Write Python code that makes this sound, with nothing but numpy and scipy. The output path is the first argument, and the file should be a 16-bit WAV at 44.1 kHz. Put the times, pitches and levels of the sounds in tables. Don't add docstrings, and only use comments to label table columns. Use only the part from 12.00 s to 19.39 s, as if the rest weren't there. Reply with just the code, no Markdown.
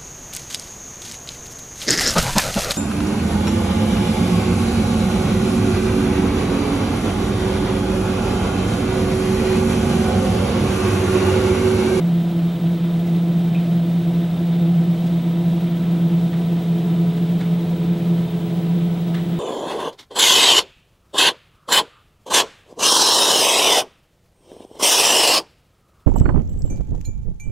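import sys
import numpy as np
from scipy import signal
from scipy.fft import rfft, irfft
from scipy.io import wavfile

SR = 44100
rng = np.random.default_rng(int(sys.argv[2]) if len(sys.argv) > 2 else 0)


def bounce(signal):
    frames = np.transpose(np.atleast_2d(signal))
    limited = np.clip(frames, -1, 1)
    pcm = np.round(limited * 32767).astype(np.int16)
    wavfile.write(sys.argv[1], SR, pcm)


N = 325899

STEP_HZ = 170.24


def amp(db):
    return 10 ** (np.asarray(db, float) / 20)


def on_hz(points, hz):
    point_hz, value = np.transpose(points)
    return np.interp(np.log(hz + 1), np.log(point_hz + 1), value)


def on_time(rows):
    return np.interp(np.arange(N) / SR, *np.transpose(rows))


def drift(rate_hz):
    hz = np.fft.rfftfreq(N, 1 / SR)
    lowpass = 1 / (1 + (hz / rate_hz) ** 4)
    wander = irfft(rfft(rng.standard_normal(N)) * lowpass, N)
    return wander / wander.std()


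def coloured(gain):
    return irfft(rfft(rng.standard_normal(N)) * gain, N) * np.sqrt(SR / 2)


def tones(tone_hz, level_db, waver_db=0., rate_hz=1.):
    t = np.arange(N) / SR
    total = np.zeros(N)
    for f, db in zip(tone_hz, level_db):
        strength = np.sqrt(2) * amp(db + waver_db * drift(rate_hz))
        total += strength * np.sin(2 * np.pi * (f * t + rng.random()))
    return total


def steps():
    # start_s, level_db (rms)
    hum_curve = [(0.0, -19.5), (0.25, -17), (0.7, -19.5), (1.3, -17), (1.8, -17.5), (2.45, -20.5),
                 (2.76, -15.5), (3.1, -19.5), (3.4, -20.5), (3.55, -18.5), (3.75, -23), (4.05, -15.5),
                 (4.5, -19), (5.2, -17.5), (5.7, -20.5), (6.15, -19.5), (6.45, -22.5), (6.85, -17.5),
                 (7.05, -22.5), (7.39, -20)]
    t = np.arange(N) / SR
    phase = 2 * np.pi * STEP_HZ * t + 0.26 * drift(9.9)
    strength = np.sqrt(2) * amp(on_time(hum_curve)) * (1 + 0.2 * drift(10.2))
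    octave_start_db, octave_db_per_s = -23.5, 0.78
    octave = amp(octave_start_db + octave_db_per_s * t + 1.03 * drift(2.3))
    return strength * (np.sin(phase) + octave * np.cos(2 * phase))


def drive_train():
    order_sixteenths = (8, 12, 17, 24, 25, 28, 40, 48, 68, 80)
    order_db = [-53, -41, -42.5, -65, -58.5, -49, -68, -51.5, -65, -68.5]
    gear_hz = (136.16, 306.4, 330.41, 335.18, 347.56, 360.0, 492.29, 516.04, 525.44, 623.0, 638.53, 670.6,
               720.57, 748.92, 758.49, 831.09, 944.01, 984.57, 1081.5, 1186.3, 1274.5, 1499.2, 2013.3,
               2023.8, 2253.6, 2297.3, 2426.5, 3060.4)
    gear_db = [-43, -52, -45.5, -48, -45, -52, -51, -56, -57, -52, -58, -53, -60, -60, -54, -57, -64, -63.5,
               -70, -70, -66, -72, -72, -71, -72, -72, -73, -72]
    # pitch_hz, before_db, after_db, middle_s, span_s, later_drift_db_per_s
    swell_rows = [(428.3, -52.5, -36.5, 4.45, 0.99, -2.8), (682, -47, -58, 5.2, .4, 0),
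                  (964.04, -64, -55.5, 2.8, 1.5, 0)]
    orders = tones(np.array(order_sixteenths) * (STEP_HZ / 16), order_db, waver_db=3.0, rate_hz=1.0)
    gears = tones(gear_hz, gear_db, waver_db=2.0, rate_hz=2.4)
    t = np.arange(N) / SR
    swell_db = []
    for _, before_db, after_db, middle_s, span_s, drift_db_per_s in swell_rows:
        change = .5 + .5 * np.tanh(2 * (t - middle_s) / span_s)
        later_db = drift_db_per_s * np.maximum(t - middle_s - span_s, 0)
        swell_db.append(before_db + (after_db - before_db) * change + later_db)
    swells = tones([row[0] for row in swell_rows], swell_db, waver_db=0.95, rate_hz=6.0)
    return orders + gears + swells


def rumble(hz):
    # pitch_hz, level_db (per Hz)
    broad = [(20, -73), (60, -72), (90, -62), (220, -55.5), (390, -66.5), (560, -74), (900, -77),
             (1800, -80.5), (3300, -80.5), (4000, -83), (4600, -88), (6500, -93.5), (14800, -97),
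             (15500, -104)]
    # pitch_hz, width_hz (6 dB down), peak_db (per Hz)
    frame = [(50, 8, -67), (95, 16, -59.5), (128, 5.3, -60), (160.2, 15.6, -42.5), (187, 10.7, -44),
             (262, 16, -77), (310, 9.2, -65.5), (334.8, 22, -50.5), (423.5, 66, -64.5), (500, 71, -64.5),
             (599, 38, -66), (660, 160, -67), (748, 59, -70), (878, 25, -70), (988, 34, -70.5),
             (1290, 210, -79.5), (3125, 300, -79.5), (3610, 390, -80), (3860, 170, -80.5)]
    power = amp(on_hz(broad, hz)) ** 2
    for f, width_hz, peak_db in frame:
        power += amp(peak_db) ** 2 / (1 + (2 * (hz - f) / width_hz) ** 2) ** 2
    upper_mids = 1 / (1 + (900 / (hz + 1)) ** 4) / (1 + (hz / 4300) ** 8)
    buzz = 0.089 * np.sin(2 * np.pi * STEP_HZ * np.arange(N) / SR)
    flutter = amp(0.7 * drift(30.)) * (1 + buzz)
    swelling = amp(0.63 * drift(16.0))
    rest = swelling * coloured(np.sqrt(power * (1 - upper_mids)))
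    return rest + flutter * coloured(np.sqrt(power * upper_mids))


def scuffs(hz):
    # start_s, level_db (crest, below 4400 Hz), rise_s, t60_s, treble_db (extra above 4400 Hz)
    scuff_rows = [(1.06, -55, .015, .2, 14), (3.06, -55, .015, .15, 14), (4.325, -40, .012, .12, -4),
                  (4.37, -50, .02, .25, 5), (5.398, -37.5, 0.015, 0.23, -2), (7.141, -32, .007, 0.17, -3),
                  (7.177, -52, .005, .22, -1), (7.235, -47, .012, 0.11, -7)]
    # pitch_hz, relative_db
    colour_points = [(600, -17), (1050, -5), (1500, 2), (2100, 1.5), (2800, -7), (3700, -3), (4600, -13),
                     (9000, -19), (13000, -30)]
    t = np.arange(N) / SR
    body, fizz = np.zeros(N), np.zeros(N)
    for start_s, level_db, rise_s, t60_s, treble_db in scuff_rows:
        age = np.maximum(t - start_s, 0)
        rise = np.sin(np.pi / 2 * np.minimum(age / rise_s, 1))
        puff = amp(level_db - 60 * np.maximum(age - rise_s, 0) / t60_s) * rise
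        body += puff
        fizz += puff * amp(treble_db)
    colour, low = amp(on_hz(colour_points, hz)), hz < 4400
    dull = coloured(colour * low)
    bright = coloured(colour * ~low)
    ragged = amp(1.1 * drift(90.))
    return ragged * (body * dull + fizz * bright) / dull.std()


def tick():
    # start_s, level_db (rms of the first 20 ms), blow_s (decay constant)
    knock_row = (1.548, -38, .0001)
    # pitch_hz, relative_db, t60_s
    modes = [(2300, -4, .022), (2440, 0, .035), (2568, 0, .035), (2700, -5, .025), (3700, -5, .02)]
    start_s, level_db, blow_s = knock_row
    t = np.arange(SR // 4) / SR
    chatter = .07 * np.exp(-t / .075) * rng.standard_normal(len(t))
    force = np.exp(-t / blow_s) + chatter
    ring = sum(amp(db - 60 * t / t60_s) * np.sin(2 * np.pi * f * t) for f, db, t60_s in modes)
    soft_onset = 1 - np.exp(-t / .002)
    knock = signal.fftconvolve(force, ring * soft_onset)[:len(t)]
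    early_rms = np.sqrt(np.mean(knock[:SR // 50] ** 2))
    padded = np.pad(amp(level_db) * knock / early_rms, (0, N - len(t)))
    return np.roll(padded, round(start_s * SR))


def whistle(hz):
    # pitch_hz, width_hz (6 dB down), mean level_db
    band = (3638, 28, -61.5)
    f, width_hz, level_db = band
    noise = coloured(1 / (1 + (2 * (hz - f) / width_hz) ** 2))
    return amp(level_db + 2.3 * drift(2.5)) * noise / noise.std()


def whine():
    whine_hz = (15734.27, 15747.26, 7867.13)
    whine_db = [
        [-61.6, -67.2, -83],
        [-49.4, -55, -63.7],
    ]
    t = np.arange(N) / SR
    flicker = amp([1.1 * drift(50.), .8 * drift(50.)])
    sines = np.sin(2 * np.pi * np.outer(whine_hz, t))
    return np.sqrt(2) * amp(whine_db) @ sines * flicker


def channel_difference(mid, hz):
    # pitch_hz, level_db (per Hz)
    apart = [(20, -84), (90, -90), (170, -83), (260, -107), (380, -126), (900, -121), (4000, -126),
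             (4800, -109), (6500, -105), (14800, -107), (15500, -106)]
    # pitch_hz, share (no unit)
    lean = [(40, 0.042), (100, 0.022), (200, 0.027), (300, 0.00095), (5000, 0), (8500, 0.085), (14000, .12),
            (15500, .3)]
    own_noise = coloured(amp(on_hz(apart, hz)))
    return own_noise - irfft(rfft(mid) * on_hz(lean, hz), N)


def scene():
    hz = np.fft.rfftfreq(N, 1 / SR)
    mid = steps() + drive_train() + rumble(hz) + whistle(hz) + scuffs(hz) + tick()
    side = channel_difference(mid, hz)
    return np.array([mid + side, mid - side]) + whine()


def record(dry):
    edge_hz = 15765
    lowpass = signal.firwin(8191, edge_hz, window=("kaiser", 9), fs=SR)
    return signal.oaconvolve(dry, lowpass[None], "same")


dry = scene()
out = record(dry)
bounce(out)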